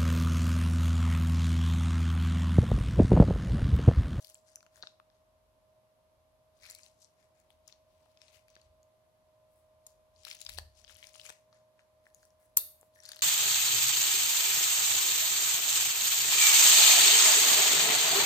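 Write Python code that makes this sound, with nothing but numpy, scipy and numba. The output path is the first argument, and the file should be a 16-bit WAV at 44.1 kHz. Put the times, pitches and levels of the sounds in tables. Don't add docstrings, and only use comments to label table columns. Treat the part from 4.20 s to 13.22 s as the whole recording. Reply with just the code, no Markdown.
import sys
import numpy as np
from scipy import signal
from scipy.fft import rfft, irfft, next_fast_len
from scipy.io import wavfile
from scipy.ndimage import uniform_filter1d
from numba import njit

SR = 44100
rng = np.random.default_rng(int(sys.argv[2]) if len(sys.argv) > 2 else 0)


def log_audio(samples):
    frames = np.atleast_2d(samples).T
    limited = np.clip(frames, -1, 1)
    pcm = np.round(limited * 32767).astype(np.int16)
    wavfile.write(sys.argv[1], SR, pcm)


N = 397782


def undb(db):
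    return 10 ** (np.asarray(db) / 20)


def curve(rows):
    s, *columns = np.transpose(rows)
    return [np.interp(np.arange(N) / SR, s, c) for c in columns]


def band(x, hz, width):
    return signal.lfilter(*signal.iirpeak(min(hz, .45 * SR), hz / width, SR), x)


def walk(rate):
    hold = int(SR / rate)
    steps = np.repeat(rng.standard_normal(N // hold + 1), hold)
    return 1.395 * uniform_filter1d(uniform_filter1d(steps, hold), hold)[:N]


def swells(s, start, held, rise, fall):
    s = s[:, None]
    return -rise * np.maximum(start - s, 0) - fall * np.maximum(s - start - held, 0)


@njit
def ring(start, hz, t60, size, turn, rise_s, n):
    out = np.zeros(n)
    for k in range(len(start)):
        rotation = np.exp(2j * np.pi * hz[k] / SR - np.log(1000.) / (t60[k] * SR))
        phasor = size[k] * np.exp(1j * turn[k])
        first, rise = 0., 0.
        step = min(2 / (rise_s[k] * SR), 1.)
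        for i in range(max(start[k], 0), min(start[k] + int(.8 * t60[k] * SR), n)):
            first += (1 - first) * step
            rise += (first - rise) * step
            out[i] += rise * phasor.imag
            phasor *= rotation
    return out


RIGHT_LAG_S = 0.00018


def heard(s, hz, t60, db, pan_db, rephase=1.2, lag_s=RIGHT_LAG_S, rise_cycles=1., longest_rise_s=.0005):
    s, hz, t60, db, pan_db = (np.ravel(v) * 1. for v in np.broadcast_arrays(s, hz, t60, db, pan_db))
    turn = rng.uniform(0, 2 * np.pi, len(s))
    right_turn = turn + rephase * rng.standard_normal(len(s))
    hz = np.minimum(hz, .45 * SR)
    rise_s = np.minimum(rise_cycles / hz, longest_rise_s)
    left_start = (s * SR).astype(np.int64)
    right_start = ((s + lag_s) * SR).astype(np.int64)
    left = ring(left_start, hz, t60, undb(db + pan_db / 2), turn, rise_s, N)
    right = ring(right_start, hz, t60, undb(db - pan_db / 2), right_turn, rise_s, N)
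    return np.array([left, right])


# gain in dB added to the crease's own level, t60 in seconds before a random stretch.
CREASE_PATCHES = [(9, 0.0043), (7, 0.0038), (6.5, 0.0046), (4, 0.0074), (5, 0.0023), (11.5, 0.00084),
                  (-3, 0.0036), (-13.5, 0.016)]


def buckle(s, db, hz, below_db, above_db, body_db, body_hz, high_db, pan_db, spread_s):
    count = len(CREASE_PATCHES)
    u, wait, last = np.moveaxis(rng.random((len(s), 3, count)), 1, 0)
    below = 0.62 + 0.23 * u[:, 1]
    above = 1.176 + 0.33 * u[:, 2]
    deep = 0.37 + 0.4 * u[:, 4]
    small_hz = 8000 * 2 ** ((np.arange(3) + u[:, 5:]) / 3)
    pitch = np.column_stack([hz, hz * below, hz * above, body_hz, body_hz * deep, small_hz])
    patch_db, t60 = np.transpose(CREASE_PATCHES)
    level_db = np.column_stack([db, below_db, above_db, body_db, body_db, high_db, high_db, high_db])
    late = -spread_s * np.log(1 - .95 * wait) * (np.arange(count) > 0)
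    return heard(s[:, None] + late, pitch, t60 * (0.71 + 0.74 * last), level_db + patch_db,
                 pan_db[:, None], rise_cycles=1.47, longest_rise_s=0.00031)


# time in seconds, left minus right in dB, pitch of the filled body in Hz.
HAND_GRIP = [(0, 4, 1800), (.7, 5.5, 1580), (2.45, 6.5, 2130), (3.5, 16, 2000), (4.2, 14.5, 2500),
             (6.0, 9, 2240), (6.38, 8.5, 2410), (6.8, 12, 2410), (7.1, 9.5, 2630), (7.4, 2, 1660),
             (9.02, 2.5, 1766)]


def grip(s):
    t, pan_db, hz = np.transpose(HAND_GRIP)
    return np.interp(s, t, pan_db), np.interp(s, t, hz)


# full from in seconds, held in seconds, film level in dB, film pitch in Hz before scatter,
# body level in dB, high part level in dB.
FINGER_SHIFTS = [(0.0, 0.11, -60.5, 5100, -70, -54), (.135, 0.01, -61.5, 6860, -75, -63),
                 (.274, 0.044, -64.5, 5900, -70.5, -73), (0.558, 0.012, -62.5, 5000, -63, -57.5),
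                 (0.631, 0.015, -59, 4300, -73, -89), (.94, 0.009, -75.5, 4330, -77, -95),
                 (2.37, .03, -74, 4700, -84, -74), (2.433, 0.069, -56.5, 5280, -57, -58),
                 (2.55, 0.12, -63.5, 5800, -72.5, -69), (2.817, 0.0066, -61.5, 5850, -81, -83),
                 (3.0, 0.022, -74, 5500, -72, -99), (3.16, 0.054, -79, 5470, -76, -82),
                 (3.315, 0.0066, -76.5, 3550, -92, -74), (3.489, 0.0062, -67, 3840, -93, -72),
                 (3.7, .25, -80.5, 4030, -89, -78), (4.01, 0.11, -70.5, 5000, -71.5, -91),
                 (4.12, 0.034, -66.5, 4700, -64, -63.5), (4.3, 0.14, -74.5, 4300, -78, -97),
                 (5.32, 0.08, -94, 4080, -98, -69.5), (5.676, 0.027, -72.5, 5230, -84, -70),
                 (5.98, .06, -66, 4900, -94, -89), (6.07, 0.046, -50, 3800, -56, -48.5),
                 (6.2, .06, -57.5, 4200, -70, -57), (6.3, 0.054, -57, 4300, -62, -51),
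                 (6.57, 0.038, -63.5, 5100, -72, -66), (6.691, 0.023, -58.5, 4330, -61, -60.5),
                 (6.78, 0.11, -63, 4600, -64.5, -61.5), (6.95, 0.068, -60, 5330, -65, -61),
                 (7.054, 0.0088, -52, 5660, -50, -50), (7.087, 0.006, -56.5, 5930, -52, -62),
                 (7.34, 0.026, -70.5, 4900, -68, -85), (7.6, 0.0094, -73, 5140, -69, -89),
                 (7.859, 0.014, -73, 5270, -70, -64.5), (6.372, 0.018, -59.5, 3960, -65, -65),
                 (7.95, .11, -70, 6400, -75, -66), (8.21, 0.043, -79, 4860, -71.5, -61),
                 (8.58, 0.078, -82.5, 6200, -79, -65.5), (8.75, 0.066, -69, 4750, -85, -61),
                 (8.84, 0.12, -52.5, 4900, -58, -59)]
SHIFT_RISE_DB_S, SHIFT_FALL_DB_S = 436, 218
SWARM_BELOW_DB, SWARM_ABOVE_DB = -1, 0
RUSTLE_PAN_DB = 3.5
RUSTLE_SCATTER_DB = 3.5


def swarm(count, grain_db, spread_s):
    start, held, db, hz, body_db, high_db = np.transpose(FINGER_SHIFTS)
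    chance = rng.random((count, 4))
    s = chance[:, 0] * N / SR
    shape = swells(s, start, held, SHIFT_RISE_DB_S, SHIFT_FALL_DB_S)
    k = np.argmax(shape + np.maximum(db, high_db), axis=1)
    boost_db = -RUSTLE_SCATTER_DB * np.log(1 - .96 * chance[:, 1])
    size_db = shape[np.arange(count), k] + grain_db + boost_db
    pan_db, body_hz = grip(s)
    film_hz = hz[k] * 2.19 ** (chance[:, 2] - .5)
    body_hz = body_hz * 1.59 ** (chance[:, 3] - .5)
    film_db = db[k] + size_db
    return buckle(s, film_db, film_hz, film_db + SWARM_BELOW_DB, film_db + SWARM_ABOVE_DB,
                  body_db[k] + size_db, body_hz, high_db[k] + size_db, pan_db + RUSTLE_PAN_DB, spread_s)


def rustle():
    fine = swarm(count=11000, grain_db=-12.5, spread_s=0.0027)
    ticks = swarm(count=1000, grain_db=-6.5, spread_s=0.00072)
    return fine + ticks


# pitch in Hz, width in Hz, level in dB relative to the other mode.
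TABLE_MODES = [(46, 20, -3.5), (78, 24, 0)]
# full from in seconds, held in seconds, level in dB.
TABLE_KNOCKS = [(1.2, 0.25, -83), (4.48, 0.018, -70), (6.31, 0.14, -55), (6.68, 0.082, -71),
                (8.4, 0.015, -72)]
KNOCK_RISE_DB_S, KNOCK_FALL_DB_S = 344, 149
RUMBLE_DB, RUMBLE_WANDER_DB = -80, 2


def shudder():
    push = rng.standard_normal(N) + .22 * rng.standard_normal((2, N))
    low = sum(undb(db) * band(band(push, hz, width), hz, 0.52 * width) for hz, width, db in TABLE_MODES)
    start, held, db = np.transpose(TABLE_KNOCKS)
    knock_db = db + swells(np.arange(N) / SR, start, held, KNOCK_RISE_DB_S, KNOCK_FALL_DB_S)
    knocks = undb(knock_db).sum(axis=1)
    rumble = undb(RUMBLE_DB + RUMBLE_WANDER_DB * walk(4.4))
    return low / np.std(low) * (knocks + rumble)


# time in seconds, strongest line in Hz, its level in dB, throb depth 0-1.
MOTOR_COURSE = [(0, 627.7, -71, .38), (2.5, 626.6, -71.5, .26), (4.9, 626.5, -71.5, .24),
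                (5.15, 624.1, -69, .08), (9.02, 624.2, -69.5, .13)]
# multiple of the blade rate, level in dB relative to the strongest line.
MOTOR_LINES = [(2, -15), (9, -19), (10, -17), (11, 0), (16, -21), (18, -16), (19, -24), (21, -25)]


def motor():
    hz, db, depth = curve(MOTOR_COURSE)
    blade_hz = hz / 11 * (1 + .0008 * walk(6))
    blade = 2 * np.pi * np.cumsum(blade_hz) / SR
    throb = 1 + depth * np.cos(blade / 4 + 2.9)
    lines = sum(undb(d) * np.sin(k * blade + rng.uniform(0, 2 * np.pi)) for k, d in MOTOR_LINES)
    hum = np.sqrt(2) * lines * throb * undb(db + 1.55 * walk(7))
    both = np.array([np.roll(hum, 5), hum])
    return both * undb([[-.6], [.6]])


# frequency in Hz, relative density in dB per Hz.
AIR_COLOUR = [(100, -20), (190, -25.5), (480, -29), (620, -20), (800, -27.5), (1050, -26), (1300, -33.5),
              (1800, -37), (4000, -39), (7700, -45), (12300, -41), (13500, -51), (16000, -59.5)]
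AIR_DB = -73.5


def air():
    size = next_fast_len(N)
    hz = np.maximum(np.fft.rfftfreq(size, 1 / SR), 1)
    colour_hz, colour_db = np.transpose(AIR_COLOUR)
    gain = undb(np.interp(np.log(hz), np.log(colour_hz), colour_db))
    gain = gain * np.minimum(hz / 100, 1) ** 2
    alike = np.clip(.6 - hz / 1800, 0, 1)
    mid, side = rfft(rng.standard_normal((2, size)))
    both = np.sqrt(1 + alike) * mid + np.sqrt(1 - alike) * side * np.array([[1], [-1]])
    noise = irfft(gain * both, size)[:, :N]
    return noise / np.std(noise) * undb(AIR_DB)


# start in seconds, film level in dB, film pitch in Hz, film below in dB, film above in dB,
# body level in dB, body pitch in Hz, high part in dB, left minus right in dB.
SINGLE_CREASES = [(0.046, -48, 4570, -50, -47, -72, 2160, -44, 14.5),
                  (0.07, -51, 4180, -73, -52, -74, 1010, -45, 7),
                  (0.0915, -57, 5050, -66, -49, -75, 1010, -48, 2),
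                  (0.0982, -51, 7100, -55, -65, -78, 1030, -43, -6),
                  (0.1446, -43, 7600, -55, -64, -71, 1590, -52, 1),
                  (0.153, -56, 4360, -55, -67, -59, 2400, -55, 6),
                  (0.3576, -37.5, 6080, -76, -39, -51.5, 2550, -34, 3),
                  (0.4278, -60, 5840, -55, -58, -55, 1410, -56, 8),
                  (0.4642, -65, 4430, -56.5, -60, -54.5, 1390, -71, 11),
                  (0.5582, -55, 6870, -62, -72, -53, 1700, -69, 3),
                  (0.6256, -34.5, 4100, -55, -46, -55, 1560, -62, 6),
                  (0.631, -42, 4560, -58, -59, -40, 1460, -78, 2),
                  (0.6364, -51, 3760, -64, -66, -44, 1470, -72, 15),
                  (0.6715, -35, 3830, -50, -46, -48, 1460, -67, 7),
                  (0.7997, -63, 3420, -59, -83, -46.5, 1070, -77, 9),
                  (0.9008, -65, 4970, -62, -81, -68, 1740, -85, 10),
                  (2.4238, -55, 4630, -62, -68, -63, 2170, -73, 8),
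                  (2.4341, -54, 4230, -71, -59, -55, 2200, -61, 1),
                  (2.4413, -54, 5250, -54, -66, -66, 1740, -58, 14),
                  (2.4472, -61, 2500, -55, -65, -55.5, 1630, -63, 6),
                  (2.4537, -46, 4460, -57, -61, -62, 2130, -52, 10),
                  (2.4596, -50, 2910, -54, -53, -44, 2280, -55, 8),
                  (2.4885, -56, 5750, -59, -64, -54, 1750, -52, 1),
                  (2.4997, -43.5, 4400, -61, -47, -55, 1850, -35, 9),
                  (2.503, -44, 7160, -50, -53, -48, 1780, -48, -4),
                  (2.5101, -40.5, 7300, -51, -44, -56, 2150, -45, 8),
                  (2.5202, -55, 7170, -61, -51, -56, 1810, -51, 1),
                  (2.5277, -52, 4440, -64, -54, -70, 1960, -61, 11),
                  (2.5491, -54, 4800, -63, -49, -73, 2070, -39.5, 13),
                  (2.5873, -50, 7280, -60, -58, -68, 2370, -55, -3),
                  (2.611, -62, 6570, -68, -61, -76, 2480, -64, -2),
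                  (2.633, -47, 4800, -68, -50, -79, 2130, -62, 8),
                  (2.8215, -52, 5800, -74, -60, -85, 1530, -70, 5),
                  (2.8274, -55, 6340, -53, -66, -83, 1010, -69, 4),
                  (2.8456, -52, 5760, -71, -55, -78, 1010, -73, 10),
                  (3.4773, -50, 6700, -52.5, -55.5, -60.5, 1240, -46, 12),
                  (3.4801, -58, 6640, -48, -63, -67, 1300, -62, 16),
                  (3.5252, -52.5, 4310, -56, -53.5, -63, 1070, -71, 16.5),
                  (3.9731, -55, 5100, -54.5, -66, -60, 2570, -74, 7.5),
                  (4.0168, -48.5, 5270, -50, -58, -52, 2470, -52, 6.5),
                  (4.082, -55, 4040, -62, -61, -62, 2530, -61, 9),
                  (4.2825, -63, 5950, -59, -67, -55.5, 2400, -57, 6),
                  (4.3019, -56.5, 5900, -63, -64, -67, 2370, -56, 3),
                  (4.3541, -51, 4500, -59, -51, -57, 2570, -58, 2),
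                  (4.3645, -59, 3870, -57, -59, -48, 1700, -93, 6),
                  (4.4148, -60, 6760, -54, -61, -76, 1380, -64, 5),
                  (4.6303, -61.5, 6630, -66, -77, -81, 1010, -65, 6),
                  (5.6664, -43, 6940, -55, -46.5, -62, 990, -42, 5),
                  (5.6695, -55, 4000, -75, -54, -79, 1010, -42, 4),
                  (5.962, -59, 4390, -83, -67, -76, 1010, -75, 14),
                  (6.0344, -59, 5370, -71, -63, -67, 1010, -84, 20),
                  (6.0503, -38.5, 4080, -38.5, -40.5, -53, 1760, -38.5, 12),
                  (6.081, -42, 2960, -56, -49, -60, 2000, -43, 6),
                  (6.101, -47, 5080, -46, -40, -64, 2280, -48, 5),
                  (6.1128, -35, 3700, -50, -36, -34.5, 2250, -49, 6.5),
                  (6.1283, -45, 4370, -46, -49, -50, 2540, -41, -1),
                  (6.136, -54, 5300, -53, -49, -69, 2480, -59, 11),
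                  (6.148, -49, 2750, -67, -48, -52, 2540, -43, 9),
                  (6.1516, -44, 6570, -50, -54, -60, 2000, -52, 2),
                  (6.1675, -51, 5880, -55, -61, -61, 2540, -56, 8),
                  (6.189, -51, 6400, -54, -61, -71, 1720, -63, 2),
                  (6.205, -44, 6720, -52, -49, -61, 2540, -45, 5),
                  (6.2137, -49, 5200, -39, -42, -58, 2540, -41, 13.5),
                  (6.217, -46.5, 6800, -43, -46, -51, 2660, -45, 14),
                  (6.2243, -51, 3960, -66, -58, -84, 1100, -54, 13),
                  (6.2499, -53, 5100, -52, -46, -62, 2370, -42, 10),
                  (6.2642, -32.5, 4950, -34.5, -46, -45.5, 2530, -47, 8.5),
                  (6.29, -51, 5070, -40, -37.5, -44, 1650, -42, 8),
                  (6.2935, -37, 3860, -49, -33, -41, 2360, -33, 10),
                  (6.3027, -48, 3950, -55, -54, -55, 2000, -43, 8),
                  (6.319, -58, 3830, -72, -61, -61, 2330, -49, 11),
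                  (6.3284, -53, 3600, -55, -56, -57, 2280, -62, 9),
                  (6.337, -50, 4690, -59, -54, -78, 2130, -43, 8),
                  (6.3437, -63, 6950, -60, -60, -74, 2540, -45, 13),
                  (6.357, -56, 4400, -71, -60, -78, 1440, -53, 4),
                  (6.3767, -45, 3970, -55, -59, -63, 2540, -50, 22),
                  (6.381, -48, 4340, -56, -49, -67, 2300, -43, 21),
                  (6.3856, -29.5, 4440, -33.5, -40, -36, 1760, -31, 10),
                  (6.3946, -53, 4160, -54, -57, -57, 2110, -45, 13),
                  (6.5881, -65, 6360, -71, -62, -80, 1010, -70, 6),
                  (6.598, -63, 6030, -75, -64, -61, 1020, -69, 8),
                  (6.6423, -56, 5930, -77, -61, -57, 1690, -78, 13),
                  (6.6468, -50.5, 3200, -65, -47, -63, 2360, -68, 15.5),
                  (6.6696, -61, 3880, -75, -52, -69, 2330, -65, 8),
                  (6.679, -50.5, 3300, -73, -67, -64, 1660, -76, 17),
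                  (6.6957, -43, 3200, -67, -58, -50.5, 1640, -58, 8.5),
                  (6.7067, -65, 3170, -74, -60, -54, 1430, -61, 12),
                  (6.7112, -58, 2970, -77, -62, -65, 2540, -47, 6),
                  (6.7443, -62, 7140, -64, -65, -66, 1700, -47, 10),
                  (6.7528, -53, 5860, -50, -67, -65, 2540, -67, 11),
                  (6.7622, -53, 3080, -68, -66, -65, 1640, -74, 17),
                  (6.7681, -70, 5760, -64, -71, -70, 2500, -47, 13),
                  (6.828, -44, 3100, -59, -51, -45.5, 2300, -67, 12),
                  (6.8363, -57, 5700, -61, -57, -68, 2130, -58, 14),
                  (6.8417, -43, 2940, -45, -43, -59, 2550, -63, 12),
                  (6.8696, -59, 6560, -45.5, -57, -63, 1680, -50, 16.5),
                  (6.8889, -62, 6420, -63, -58, -60, 2000, -62, 12),
                  (6.8923, -58, 5120, -67, -64, -75, 2540, -60, 17),
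                  (6.9341, -61, 6590, -72, -65, -74, 2200, -62, 20),
                  (6.942, -60, 3060, -72, -54, -63, 2550, -72, 17),
                  (6.9463, -54, 5270, -56, -67, -66, 2300, -74, 16),
                  (6.9555, -46, 2950, -78, -53, -51.5, 1220, -53, 11.5),
                  (6.9596, -56, 6300, -62, -51, -79, 1380, -63, 15),
                  (6.9973, -41, 3020, -63, -43, -50, 2630, -51, 9),
                  (7.014, -47, 3840, -62, -50, -72, 2500, -67, 11),
                  (7.0531, -54, 7080, -55, -52, -57.5, 1300, -42.5, 14),
                  (7.0635, -44, 6600, -50, -50, -45, 2420, -59, 13),
                  (7.0905, -57, 5330, -47, -48, -46, 1460, -58, 14),
                  (7.0945, -45, 5940, -47, -61, -48, 1690, -43, 13),
                  (7.1005, -43, 6340, -56, -42, -44, 2400, -47, 5),
                  (7.1025, -52, 5140, -42, -45, -39, 1660, -44, 5),
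                  (7.3276, -58, 4500, -58, -64, -55, 1190, -76, 7),
                  (7.5925, -59, 2530, -66, -69, -56, 1820, -72, 6),
                  (7.8555, -63.5, 4230, -74, -66, -60, 1890, -65, 5),
                  (7.8665, -82, 3360, -75, -77, -47, 1770, -75, 4.5),
                  (7.9465, -50.5, 6670, -73, -65, -80, 1010, -46.5, 9),
                  (8.03, -61, 6800, -56, -68, -53.5, 1580, -76, 6),
                  (8.7588, -67, 5900, -72, -72, -54, 1800, -61, 4),
                  (8.7898, -65, 5560, -86, -84, -59, 1870, -79, 7),
                  (8.8027, -51, 5800, -74, -63, -65, 1950, -63, 14.5),
                  (8.8367, -53, 7580, -55, -63, -60, 1680, -55, 6),
                  (8.842, -52, 5070, -67, -56, -74, 1010, -58, 5),
                  (8.8535, -42, 4400, -67, -45, -75, 1850, -45, 11),
                  (8.8583, -47, 5000, -63, -53, -65, 2020, -46, 12),
                  (8.8624, -45, 4350, -59, -51, -70, 2000, -52, 8),
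                  (8.8874, -47, 5400, -53, -45, -62, 1890, -47, 1),
                  (8.8907, -34, 4600, -49, -43, -48, 1610, -37, 7),
                  (8.9173, -38.5, 4540, -34.5, -40.5, -45, 1730, -38.5, 6.5),
                  (8.9204, -43, 4930, -52, -41, -59, 1680, -39, 5),
                  (8.933, -43, 3730, -62, -63, -49, 1790, -58, 4),
                  (8.9606, -50, 5900, -59, -51, -51, 1770, -38, 5),
                  (8.966, -49, 3020, -57, -44, -52, 1720, -53, 8),
                  (8.9815, -55, 3340, -78, -62, -76, 1890, -60, 5),
                  (8.9916, -41, 4290, -51, -48, -51, 1780, -41.5, 8),
                  (9.0086, -54, 3750, -66, -54, -75, 1890, -57, 12),
                  (.406, -59, 4800, -64, -61, -58, 2500, -64, 11),
                  (0.37, -61, 2700, -68, -71, -60, 1500, -78, 9),
                  (.575, -70, 4800, -72, -74, -55, 1600, -76, 10),
                  (2.561, -54, 4100, -68, -60, -68, 2300, -60, -2),
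                  (2.602, -61, 7500, -64, -66, -64, 2400, -66, 9),
                  (2.6625, -55, 4100, -55, -56, -72, 2900, -57, 14),
                  (3.2, -62, 6940, -70, -63, -79, 890, -58, 7),
                  (3.304, -59, 3300, -64, -72, -61, 820, -60, 15),
                  (3.858, -72, 2700, -72, -78, -63, 1000, -85, 11),
                  (6.068, -51, 5450, -54, -52, -47.0, 1350, -60, 11),
                  (8.052, -62, 5900, -72, -68, -65, 1600, -53, 8),
                  (8.105, -64, 5630, -73, -72.5, -73, 1600, -74, 8),
                  (12.0, -69, 7500, -84, -62.5, -82, 1600, -64, 7),
                  (8.612, -53, 7530, -72, -56, -71, 970, -53, 8),
                  (6.3735, -49, 3800, -52, -52, -60, 2400, -52, 12),
                  (2.5515, -46, 4300, -69, -54, -66, 1900, -54, 9.5),
                  (2.4645, -52, 4500, -60, -60, -56, 2000, -53, 9),
                  (2.592, -71, 2600, -72, -68, -52, 2330, -68, 11),
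                  (6.2815, -57, 4100, -60, -65, -64, 2300, -61, 10),
                  (2.534, -64, 2900, -68, -66, -55, 1900, -62, 4)]


def creases():
    return buckle(*np.transpose(SINGLE_CREASES), spread_s=.0006)


# band centre in Hz, t60 in seconds, level in dB relative to the other bands.
ROOM_BANDS = [(490, 0.3, -4), (1470, 0.24, -13), (4300, 0.42, -12), (9130, 0.36, -11), (13650, 0.26, -8)]
ROOM_DB = -16.5
ROOM_PATCHY_DB = 0.5


def room(x):
    t = np.arange(int(.45 * SR)) / SR
    tail = np.zeros((2, len(t)))
    for hz, t60, db in ROOM_BANDS:
        noise = band(rng.standard_normal((2, len(t))), hz, 1.52 * hz)
        patchy_db = ROOM_PATCHY_DB * walk(153.4)[:len(t)]
        tail += noise * undb(db - 60 * t / t60 + patchy_db)
    tail = tail * np.clip(t / 0.006, 0, 1)
    tail = tail / np.sqrt(np.sum(tail ** 2, axis=1, keepdims=True))
    sent = x[:1] + .5 * x[1:]
    return undb(ROOM_DB) * signal.fftconvolve(sent, tail, axes=1)[:, :N]


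# start in seconds, level in dB, pitch in Hz.
PASTE_PLOPS = [(0.469, -66, 620), (0.6363, -37, 1350), (0.7996, -46, 990), (3.861, -52.5, 664),
               (6.385, -34.5, 695), (7.096, -55, 905), (8.63, -46, 587)]


def plops():
    s, db, hz = np.transpose(PASTE_PLOPS)
    return heard(s, hz, 5 / hz, db, 4.4, rephase=0.14, longest_rise_s=0.000072)


# start in seconds, length in seconds, from pitch in Hz, to pitch in Hz, level per slip in dB.
FINGER_SQUEAKS = [(2.428, .04, 2260, 2330, -58), (2.55, 0.053, 2260, 2390, -65.5),
                  (2.606, 0.077, 2400, 2720, -71), (8.759, 0.056, 1780, 1780, -63.5)]
SQUEAK_T60_S, SQUEAK_SCATTER = 0.021, 0.014


def squeaks():
    start, length, from_hz, to_hz, db = np.transpose(FINGER_SQUEAKS)[:, :, None]
    shape = (len(FINGER_SQUEAKS), 24)
    u, off = rng.random(shape), rng.standard_normal(shape)
    s = start + length * u
    hz = (from_hz + (to_hz - from_hz) * u) * (1 + SQUEAK_SCATTER * off)
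    return heard(s, hz, SQUEAK_T60_S, db, grip(s)[0], longest_rise_s=.002)


# strongest slip in seconds, its level in dB.
CRACK_RUNS = [(8.3714, -13), (8.3726, -10.5), (8.3802, -23.5)]
# pitch in Hz, level in dB re the slip, t60 in seconds, detuning from slip to slip as a share
# of the pitch, level toward the walls in dB re the slip before the echo send.
FOLD_MODES = [(70, -39, 0.04, 0.7, -30), (230, -59.5, 0.014, 0.6, -57), (980, -24.5, 0.0097, 0.07, -28.5),
              (1870, -31, 0.0071, 0.22, -33.5), (2860, -25.5, 0.008, 0.05, -38),
              (4160, -19, 0.0057, 0.11, -8), (5540, -17, 0.0032, 0.14, -17), (6860, -6, 0.005, 0.09, -11.5),
              (8420, -0.5, 0.0045, 0.18, -3), (9740, -3, 0.0055, 0.2, -3), (11960, -18, 0.005, 0.05, -16.5),
              (13300, 2, 0.0073, 0.02, 4), (14370, -7, 0.0025, 0.03, -4.5)]
SLIP_GAP_S, SLIP_BUILD_DB, SLIP_FADE_DB = 0.00063, 4.5, 4
CRACK_PAN_DB, SLIP_PAN_DB = 2.5, 5
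CRACK_LAG_S = .000072


def crack():
    step = np.arange(-7, 7)
    peak_s, peak_db = np.transpose(CRACK_RUNS)[:, :, None]
    s = (peak_s + SLIP_GAP_S * step).reshape(-1, 1)
    drop_db = np.where(step < 0, -SLIP_BUILD_DB, SLIP_FADE_DB) * step
    db = (peak_db - drop_db).reshape(-1, 1)
    hz, mode_db, t60, detune, _ = np.transpose(FOLD_MODES)
    hz = hz * (1 + detune * rng.standard_normal((len(s), len(FOLD_MODES))))
    pan_db = CRACK_PAN_DB + SLIP_PAN_DB * rng.standard_normal(s.shape)
    s = s + .001 * (rng.random(hz.shape) - .5)
    return heard(s, hz, t60, db + mode_db, pan_db, rephase=0.444, lag_s=CRACK_LAG_S, rise_cycles=0.92)


CRACK_ECHO_DB = 9.5
CRACK_ECHO_RING = .42


def crack_echo():
    s, db = np.transpose(CRACK_RUNS)[:, :, None]
    hz, _, t60, _, mode_db = np.transpose(FOLD_MODES)
    sent_db = db + mode_db + CRACK_ECHO_DB
    return heard(s, hz, t60 * CRACK_ECHO_RING, sent_db, CRACK_PAN_DB, longest_rise_s=.0001)


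def scene():
    bag = creases() + rustle() + squeaks() + plops()
    echo = room(bag + crack_echo())
    return bag + crack() + echo + shudder() + motor() + air()


TOP_HZ = 16300


def record(dry):
    rounded = .6 * np.tanh(dry / .6)
    return signal.sosfilt(signal.ellip(8, .2, 70, TOP_HZ, fs=SR, output="sos"), rounded)


dry = scene()
out = record(dry)
log_audio(out)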